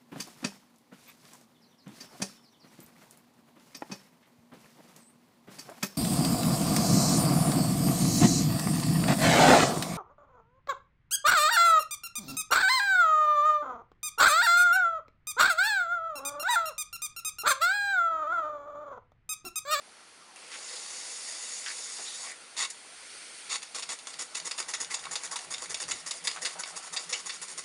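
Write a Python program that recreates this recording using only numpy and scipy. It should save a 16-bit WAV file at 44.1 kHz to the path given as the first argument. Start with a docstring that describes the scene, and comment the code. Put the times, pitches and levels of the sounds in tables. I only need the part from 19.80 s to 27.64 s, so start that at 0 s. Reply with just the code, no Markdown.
"""A yard with a model steam engine, its gas burner hissing under a few low gusts of wind.
The valve squeaks open and wet steam blows through the standing cylinder. Two pushes on the flywheel
give two slow chuffs, then the engine picks up to about six turns a second, two chuffs a turn.
Each chuff is a puff of steam coloured by the exhaust pipe, where condensed water gurgles and spits."""
import sys
import numpy as np
from scipy import signal
from scipy.fft import rfft, irfft
from scipy.io import wavfile

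SR = 44100
rng = np.random.default_rng(int(sys.argv[2]) if len(sys.argv) > 2 else 0)


def unload_audio(sound):
    """Save the sound as a 16-bit wav file, at the path given as the first command line argument."""
    columns = np.transpose(np.atleast_2d(sound))
    # keep every value between -1 and 1, then stretch to whole-number steps
    steps = np.round(np.clip(columns, -1, 1) * 32767)
    wavfile.write(sys.argv[1], SR, steps.astype(np.int16))


N = 345744
TIME = np.arange(N) / SR
EDGE_HZ = 11050  # top of the scene's band
CRACK_S, OPEN_S, SHUT_S = 0.561, 0.688, 2.522  # valve cracked, valve wide open, port shut by the wheel
STALL_S, START_S = 2.85, 3.68  # the engine stalls after the first push and starts on the second
CRUISE = 6  # turns a second

# tone of the wind, burner, gland leak, blow-through, spits and chuffs: f/Hz, level/dB
WIND_EQ = [(15, -14), (33, -4), (70, -3.5), (120, 0), (300, -2), (600, -2), (2000, -80)]
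BURNER_EQ = [(20, -50), (60, -14), (130, -10.5), (230, -2), (1300, -3.5), (3000, -7), (6000, -6.5),
             (9000, -16.5), (11600, -3.5)]
LEAK_EQ = [(60, -28), (200, -17), (450, -1), (800, -12.5), (1300, -3), (2400, 1.5), (7400, -2), (9300, 2.5),
           (11400, -11)]
BLOW_EQ = [(60, -47), (200, -32), (420, -20), (900, -10.5), (2000, -7), (3500, -3.5), (5000, 3.5),
           (7500, 9), (10300, 0.5), (11500, 0.5)]
SPIT_EQ = [(60, -23), (200, -16), (450, -8.5), (900, -1), (2000, -1), (3200, 5), (4700, 6), (7000, 9),
           (9000, 5), (10300, -0.5), (11500, -0.5)]
CHUFF_EQ = [(60, -29), (150, -15), (330, 0.5), (640, 0.5), (1100, 5.5), (2000, 1), (4000, 3.5), (7500, 8.5),
            (10300, 1.5), (11500, -3)]
# peaks and notches on the burner and leak, in the exhaust pipe, on slow chuffs: f/Hz, width/Hz, gain/dB
FLUE_BANDS = [(1410, 200, 4.5), (2150, 560, 2), (3900, 350, -0.5), (4460, 480, 3.5), (7950, 420, -2.5),
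              (9200, 900, 2)]
PIPE_BANDS = [(515, 103, 5.5), (1127, 490, 5), (2020, 580, 10), (2730, 425, 6.5), (3633, 554, 9),
              (4640, 900, 8.5), (5470, 380, 6), (6070, 200, 6), (6855, 500, 8.5), (8880, 160, -3.5),
              (8695, 510, 6.5), (9670, 540, 7.5), (10220, 310, 10)]
HOLLOW_BANDS = [(600, 250, 0), (1640, 180, -2.5), (4900, 280, -5), (6400, 240, -10), (10000, 500, -7)]
# ringing modes of the engine's metal: f/Hz
METAL_MODES = [843, 2039, 2274, 2735, 2957, 3544, 4248, 4608, 4886, 5102, 5564, 6821]
# peaks of the gusts: t/s, half width/s, level/dB
GUSTS = [(5.2, 0.27, -70), (5.77, 0.13, -70), (5.92, 0.041, -58), (6.11, 0.064, -57), (6.2, 1.5, -73)]
# water churning in the running engine: t/s, level/dB
CHURN_LEVEL = [(3.7, -64.5), (5.2, -54), (6, -59.5), (7.2, -54.5), (7.84, -77)]
# short watery splutters, plus one faint held tone near 1300 Hz: t/s, length/s, level/dB, f/Hz, width/Hz
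SPLUTTERS_AND_TONE = [(0.708, 0.051, -43.5, 1600, 2200), (0.876, .012, -42, 4230, 1500),
                      (.925, .018, -46.5, 4500, 1400), (0.955, 0.022, -46, 3860, 1400),
                      (1.861, 0.0025, -38, 1900, 2200), (1.859, 0.055, -41.5, 1780, 1100),
                      (1.877, 0.026, -40.5, 4300, 1500), (2.183, 0.026, -48.5, 430, 690),
                      (2.246, 0.092, -46, 3640, 900), (2.427, 0.054, -48.5, 1010, 700),
                      (2.442, 0.079, -47.5, 1920, 700), (4.706, 0.014, -46, 2620, 300),
                      (5.103, 0.017, -42, 2070, 800), (5.246, 0.03, -45.5, 930, 700),
                      (5.436, .025, -47.5, 2000, 700), (5.508, 0.067, -45, 1020, 400),
                      (6.555, 0.028, -40.5, 960, 1300), (6.615, 0.035, -55, 527, 130),
                      (6.75, 0.039, -46.5, 740, 650), (6.82, 0.48, -61, 1301, 150),
                      (7.316, 0.031, -50, 517, 100), (7.327, .025, -38.5, 2930, 400)]
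# slugs of water spat from the exhaust: t/s, length/s, level/dB
SPITS = [(3.82, .001, -41), (3.827, 0.0081, -37.5), (4.188, 0.0081, -43), (4.27, 0.0017, -32.5),
         (4.339, 0.0037, -41), (4.55, 0.0051, -31), (4.711, 0.006, -31), (4.785, 0.0013, -31),
         (4.936, 0.017, -31), (5.141, 0.012, -29.5), (5.192, .001, -39), (5.239, 0.0027, -39),
         (5.253, 0.0032, -35.5), (5.355, 0.0069, -28), (5.535, .002, -45), (5.558, 0.013, -32.5),
         (5.589, .001, -33.5), (5.738, 0.0069, -32), (5.781, 0.00088, -35), (5.943, 0.0061, -29.5),
         (6.002, 0.002, -35.5), (6.111, 0.012, -28), (6.309, 0.0077, -29), (6.472, 0.0082, -24),
         (6.513, .001, -33), (6.649, 0.026, -26.5), (6.835, 0.0031, -29.5), (7.164, 0.014, -28.5),
         (7.326, .015, -26), (7.494, 0.012, -32)]
# bright hiss of the blow-through, sagging where water chokes the pipe: t/s, level/dB
HISS_LEVEL = [(.7, -51), (.8, -49.5), (.9, -45), (1.2, -42), (1.5, -42), (1.75, -41.5), (2.0, -41.5),
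              (2.24, -42.3), (2.32, -44.5), (2.42, -40.5), (2.52, -45.5)]
# one slow chuff for each push of the flywheel: t/s, length/s, level/dB
PUSHES = [(2.766, 0.097, -30.8), (3.694, 0.078, -32.5)]
# return chuffs that water in the cold cylinder holds back until they burst out: t/s, level/dB
WET_CHUFFS = [(3.945, -34.5), (4.27, -45.5), (4.545, -35), (4.777, -36), (5, -36), (5.433, -40),
              (5.818, -38), (5.999, -35.5)]
# run-up of the crank: t/s, speed/(turns a second)
CRANK_SPEED = [(3.693, 2.093), (4.2, 3.268), (4.7, 4.199), (5.3, 4.929), (6.3, 5.59), (7.84, 6.365)]


def amp(db):
    return 10 ** (np.asarray(db) / 20)


def unit_rms(x):
    return x / np.sqrt(np.mean(x ** 2) + 1e-20)


def follow(curve):
    """A breakpoint curve at every sample."""
    return np.interp(TIME, *np.transpose(curve))


def add(mix, s, sound):
    """Lays a sound into the mix at s seconds."""
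    part = mix[max(round(s * SR), 0):][:len(sound)]
    part += sound[:len(part)]


def held(start, stop, rise, fall, t=TIME):
    """Attack, hold and release of a steady flow, in seconds."""
    attack = np.sin(np.pi / 2 * np.clip((t - start) / rise, 0, 1)) ** 2
    return attack * np.exp(-np.maximum(t - stop, 0) / fall)


def puff(length, rise, fall):
    """One-shot envelope: a port opens, stays open, and the pressure dies away."""
    return held(0, length, rise, fall, TIME[:SR // 4])


def wander(rate_hz):
    """Smooth random modulation at unit rms."""
    hz = np.fft.rfftfreq(N, 1 / SR)
    return unit_rms(irfft(rfft(rng.standard_normal(N)) * np.exp(-(hz / rate_hz) ** 2), N))


def colour(x, eq, bands=(), depth=1, size=4096):
    """Minimum-phase EQ of unit in-band power: a smooth curve plus peaks and notches."""
    hz = abs(np.fft.fftfreq(size, 1 / SR))
    eq_hz, eq_db = np.transpose(eq)
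    db = np.interp(np.log(hz + 1), np.log(eq_hz), eq_db)
    for centre, width, gain in bands:
        db += depth * gain / (1 + (2 * (hz - centre) / width) ** 4)
    response = np.exp(np.conj(signal.hilbert(np.log(amp(db)))))
    band_rms = np.sqrt(np.mean(amp(db) ** 2 * (hz < EDGE_HZ)))
    return signal.oaconvolve(x, np.fft.ifft(response).real / band_rms)[:len(x)]


def tilt(x, slope_db, pivot_hz=5000):
    """Brightens or dulls by slope_db an octave above 500 Hz."""
    hz = np.fft.rfftfreq(len(x), 1 / SR)
    return irfft(rfft(x) * amp(slope_db * np.log2(np.maximum(hz, 500) / pivot_hz)), len(x))


def resonate(x, hz, width_hz):
    """A steep resonance at unit rms; its pitch may glide."""
    carrier = np.exp(2j * np.pi * np.cumsum(hz * np.ones(len(x))) / SR)
    pole = np.exp(-np.pi * width_hz / SR)
    baseband = signal.lfilter([1], [1, -2 * pole, pole * pole], np.gradient(x) / carrier)
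    return unit_rms((carrier * baseband).real)


def swirl(x, patch_db, patch_hz, patch_s, size=512):
    """Moving water keeps shifting a jet's colour, in patches of time and frequency."""
    hop = size // 4
    frames = signal.stft(x, SR, nperseg=size, noverlap=size - hop)[2]
    across = np.fft.fftfreq(len(frames), SR / size)[:, None]
    along = np.fft.fftfreq(frames.shape[1], hop / SR)
    blur = np.exp(-(across * patch_hz) ** 2 - (along * patch_s) ** 2)
    patches = unit_rms(np.fft.ifft2(np.fft.fft2(rng.standard_normal(frames.shape)) * blur).real)
    frames *= amp(patch_db * patches)
    return unit_rms(signal.istft(frames, SR, nperseg=size, noverlap=size - hop)[1][:N])


def wet_steam(flutter_db, flutter_hz, drops_db, drops_per_s):
    """A fluttering jet that carries bursting droplets."""
    jet = rng.standard_normal(N) * amp(flutter_db * wander(flutter_hz))
    drops = rng.standard_normal(N) * (rng.random(N) < drops_per_s / SR)
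    return unit_rms(unit_rms(jet) + amp(drops_db) * unit_rms(drops))


def speed_at(s):
    """Crank turns a second; zero before the run-up."""
    return np.interp(s, *np.transpose(CRANK_SPEED), left=0)


def crank_turns():
    """Start time and speed of each turn."""
    turned = np.cumsum(speed_at(TIME)) / SR
    starts = TIME[np.searchsorted(turned, np.arange(np.ceil(turned[-1])), side="right")]
    return list(zip(starts, speed_at(starts)))


def wind(breeze_db=-99):
    """A bed of lumpy low rumble that swells with each gust."""
    lumps = unit_rms(rng.standard_normal(N) * amp(2 * wander(8.4)))
    gusts = sum(amp(db) * np.exp(-((TIME - s) / width) ** 2) for s, width, db in GUSTS)
    return (amp(breeze_db) + gusts) * colour(lumps, WIND_EQ)


def yard_echoes(x, t60=0.14, echoes_per_s=2000):
    """Short, sparse reflections off the bench and the walls."""
    t = TIME[:SR // 2]
    taps = rng.choice([-1, 1], len(t)) * (rng.random(len(t)) < echoes_per_s / SR)
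    taps = taps * (t > .004) * amp(-60 * t / t60)
    return signal.oaconvolve(x, taps / np.linalg.norm(taps))[:N]


def metal_ring(x, t60=.13):
    """The exhaust sets the engine's metal ringing."""
    t = TIME[:SR // 4]
    modes = amp(-60 * t / t60) * sum(np.sin(2 * np.pi * hz * t) for hz in METAL_MODES)
    return signal.oaconvolve(x, modes / np.linalg.norm(modes))[:N]


def burner(level_db=-57.5):
    """The steady breath of the gas flame."""
    return amp(level_db) * colour(rng.standard_normal(N), BURNER_EQ, FLUE_BANDS + [(7700, 1600, -3)])


def gland_leak(idle_db=-58.5, open_db=-52.5, blowing_db=-55, stalled_db=-48, running_db=-54.5):
    """Thin hiss from the glands, strongest as pressure builds behind the stalled piston."""
    hiss = swirl(rng.standard_normal(N), patch_db=1.5, patch_hz=400, patch_s=0.061)
    flows = [amp(idle_db) * np.ones(N),
             amp(open_db) * (TIME > CRACK_S),
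             amp(blowing_db) * held(CRACK_S, SHUT_S, rise=0.15, fall=0.027),
             amp(stalled_db) * held(STALL_S, START_S, rise=0.59, fall=0.091),
             amp(running_db) * (speed_at(TIME) / CRUISE) ** 3]
    return np.linalg.norm(flows, axis=0) * colour(hiss, LEAK_EQ, FLUE_BANDS)


def base_thumps(hum_hz=174, body_hz=400, sag=.07, rough=0.33, length_s=.11, lead_s=0.058, level_db=-61.5):
    """The base gives a rough hum once a turn as the piston reverses, growing as the crank speeds up."""
    swell, load = np.hanning(round(length_s * SR)), np.zeros(N)
    for s, speed in crank_turns():
        add(load, s - lead_s, min(speed / 5.06, 1) ** 2 * swell)
    phase = 2 * np.pi * np.cumsum(hum_hz * (1 - sag * (1 - load))) / SR
    hum = np.sin(phase + rough * wander(45)) * (1 + rough * wander(53))
    body = wander(130) * np.sin(2 * np.pi * body_hz * TIME)
    return amp(level_db + 2.3 * wander(14)) * load * (hum + amp(-3) * body)


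def valve_squeak(start_s=.38, length_s=0.2, from_hz=1400, to_hz=720, level_db=-61):
    """The spindle rubs in its packing: a faint, scratchy falling note."""
    progress = np.clip((TIME - start_s) / length_s, 0, 1)
    hz = from_hz * (to_hz / from_hz) ** progress
    swell = np.sqrt(2 * abs(np.sin(np.pi * progress)))
    return amp(level_db) * swell * wander(190) * np.sin(2 * np.pi * np.cumsum(hz) / SR)


def valve_crack(tick_db=-44, squeak_db=-53):
    """The valve comes off its seat with a crisp tick and a brief squeak."""
    out, t = np.zeros(N), TIME[:SR // 4]
    tick = resonate(rng.standard_normal(len(t)), hz=4500, width_hz=6000) * np.exp(-t / 0.0016)
    squeak = resonate(rng.standard_normal(len(t)), hz=2720, width_hz=170) * np.exp(-t / 0.037)
    add(out, CRACK_S, amp(tick_db) * tick + amp(squeak_db) * squeak)
    return out


def bubbles(centre_hz, count, spread=0.358, ring_cycles=3.5):
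    """A bed of small bubbles, each swelling within a cycle and ringing for a few more."""
    t, out = TIME[:1024], np.zeros(N + 1024)
    for when, pitch, strength in rng.random((count, 3)):
        cycles = t * centre_hz * np.exp(spread * np.sqrt(2) * np.arcsin(2 * pitch - 1))
        envelope = (1 - np.exp(-cycles)) * np.exp(-2 * cycles / ring_cycles)
        pressure = np.diff(np.sin(2 * np.pi * cycles) * envelope)
        add(out, when * N / SR, (0.093 + strength ** 2) * pressure / abs(pressure).max())
    return unit_rms(out)[:N]


def gurgles(surge_db=1.3, waver=0.0082):
    """Short watery splutters and one faint held tone, over a churn that comes up once the engine runs."""
    out = bubbles(centre_hz=1300, count=5500) * amp(follow(CHURN_LEVEL) + surge_db * wander(12))
    spray = wet_steam(flutter_db=3.5, flutter_hz=200, drops_db=2, drops_per_s=900)
    bend = 1 + waver * wander(30)
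    for s, length, db, hz, width in SPLUTTERS_AND_TONE:
        part = slice(round(s * SR), round(s * SR) + SR // 2)
        band = resonate(spray[part], hz * bend[part], width)
        add(out, s, amp(db) * band * held(s, s + length, rise=length / 4, fall=0.01)[part])
    return out


def spits(sizzle_db=-14, long_slug_s=0.0067, trail_turns=.21, soft_hz=7500):
    """Slugs of water tear into pops; small ones are duller, long ones leave a tail of sizzle."""
    out, t = np.zeros(N), TIME[:SR // 4]
    spray = wet_steam(flutter_db=1, flutter_hz=320, drops_db=-2.5, drops_per_s=2500)
    spray = swirl(spray, patch_db=3, patch_hz=885, patch_s=0.014)
    # a spit trails each wet chuff; slower turns gather more water
    trailing = [(s + trail_turns / speed_at(s), 0.00082 * (CRUISE / speed_at(s)) ** 3.65, db - 1)
                for s, db in WET_CHUFFS]
    for s, length, db in SPITS + trailing:
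        burst = puff(length, rise=0.0006, fall=0.0032) * np.exp(-t / 0.034)  # hardest at the start
        pops = np.resize(spray[round(s * SR):][:len(t)], len(t))
        bulk = min(length / long_slug_s, 1)
        crack = pops * burst * np.linalg.norm(burst) / np.linalg.norm(pops * burst)
        crack = tilt(crack, slope_db=-0.84 - 3 * (1 - bulk))
        sizzle = amp(sizzle_db) * bulk * pops * puff(length, rise=0.0047, fall=0.044)
        add(out, s, amp(db) * (crack + tilt(sizzle, slope_db=-3, pivot_hz=4050)))
    warm = np.interp(TIME, [6.5, 7.1], [0, 1])  # the last slugs, from the warm cylinder, spray less
    softened = signal.sosfilt(signal.butter(3, soft_hz, fs=SR, output="sos"), out)
    return colour((1 - warm) * out + warm * softened, SPIT_EQ, PIPE_BANDS)


def blow_through(rush_db=-50, rebound_db=-36.5):
    """The cracked valve gives a wet rush; wide open, it adds a bright hiss that grows as the steam dries."""
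    jet = wet_steam(flutter_db=1, flutter_hz=130, drops_db=-14, drops_per_s=500)
    jet = swirl(jet, patch_db=1.27, patch_hz=900, patch_s=0.052)
    jet = colour(jet, BLOW_EQ, PIPE_BANDS + [(6380, 110, 3), (7400, 250, -1.5)], depth=0.97)
    surge = np.interp(TIME, [OPEN_S, .75, 1.3, 2.1], [0.71, 1.3, 0.81, 0.6])
    rush = amp(rush_db) * held(CRACK_S, SHUT_S, rise=0.013, fall=0.33) * surge
    hiss = amp(follow(HISS_LEVEL)) * held(OPEN_S, SHUT_S, rise=.04, fall=0.0058)
    # after the first push the wheel rocks back and lets out a short, bright puff
    rebound = amp(rebound_db) * held(2.897, 2.908, rise=.007, fall=.008)
    return (hiss + rebound) * jet + rush * tilt(jet, slope_db=-9.5, pivot_hz=3040)


def pushed_chuffs(flutter_db=1.2):
    """Turned by hand, the port opens and closes slowly: a smooth swell of steam rings the hollow pipe."""
    flow = sum(amp(db) * abs(np.sin(np.pi * np.clip((TIME - s) / length, 0, 1))) ** 0.36
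               for s, length, db in PUSHES)
    jet = rng.standard_normal(N) * amp(flutter_db * wander(250))
    notches = HOLLOW_BANDS + [(510, 260, -6.5), (5500, 400, -2.5), (9000, 2000, -2)]
    return colour(flow * jet, CHUFF_EQ, PIPE_BANDS + notches, depth=1.25)


def wet_bursts(open_turns=0.15, ragged_db=2):
    """Ragged envelope of the return chuffs that burst through water."""
    flow, sag = np.zeros(N), np.exp(-TIME[:SR // 4] / 0.12)
    for s, db in WET_CHUFFS:
        add(flow, s, amp(db) * puff(open_turns / speed_at(s), rise=0.0035, fall=0.0084) * sag)
    return flow * amp(ragged_db * wander(110))


def running_chuffs(main_turns=0.14, return_turns=0.33, offbeat_turns=0.4, lead_s=0.0018):
    """Each end of the cylinder vents once a turn: full and hollow at first, thinner at speed."""
    flow = np.zeros(N)
    for s, speed in crank_turns()[1:]:  # the first turn opens with a pushed chuff
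        doublings = np.log2(speed / CRUISE)
        main = amp(-36.5 - 1.4 * doublings) * puff(main_turns / speed, rise=0.011, fall=0.011)
        soft_return = amp(-44 + 18 * doublings) * puff(return_turns / speed, rise=0.004, fall=0.0048)
        add(flow, s - lead_s, main)
        add(flow, s + offbeat_turns / speed, soft_return)
    flow += wet_bursts()
    jet = wet_steam(flutter_db=3, flutter_hz=400, drops_db=-8.5, drops_per_s=1000)
    steam = flow * swirl(jet, patch_db=1.7, patch_hz=493, patch_s=0.031)
    full = colour(steam, CHUFF_EQ, PIPE_BANDS + HOLLOW_BANDS, depth=0.81)
    thin = colour(steam, CHUFF_EQ, PIPE_BANDS + [(3480, 2630, -6.5)], depth=1.03)
    crossfade = np.interp(TIME, [3.9, 5.2], [0, 1])
    return (1 - crossfade) * full + crossfade * thin


def scene():
    """Mono mix: the exhaust rings the metal and echoes in the yard; the other layers stay dry."""
    exhaust = blow_through() + pushed_chuffs() + running_chuffs() + spits() + gurgles()
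    exhaust += amp(-23.5) * metal_ring(exhaust)
    exhaust += amp(-8) * yard_echoes(exhaust)
    backing = gland_leak() + burner() + valve_crack() + valve_squeak() + base_thumps() + wind()
    return (exhaust + backing)[None]


def record(dry):
    """A steep high cut takes the air off the top."""
    high_cut = signal.firwin(121, EDGE_HZ, window=("kaiser", 8), fs=SR)
    return signal.oaconvolve(dry, high_cut[None], "same")


dry = scene()
out = record(dry)
unload_audio(out)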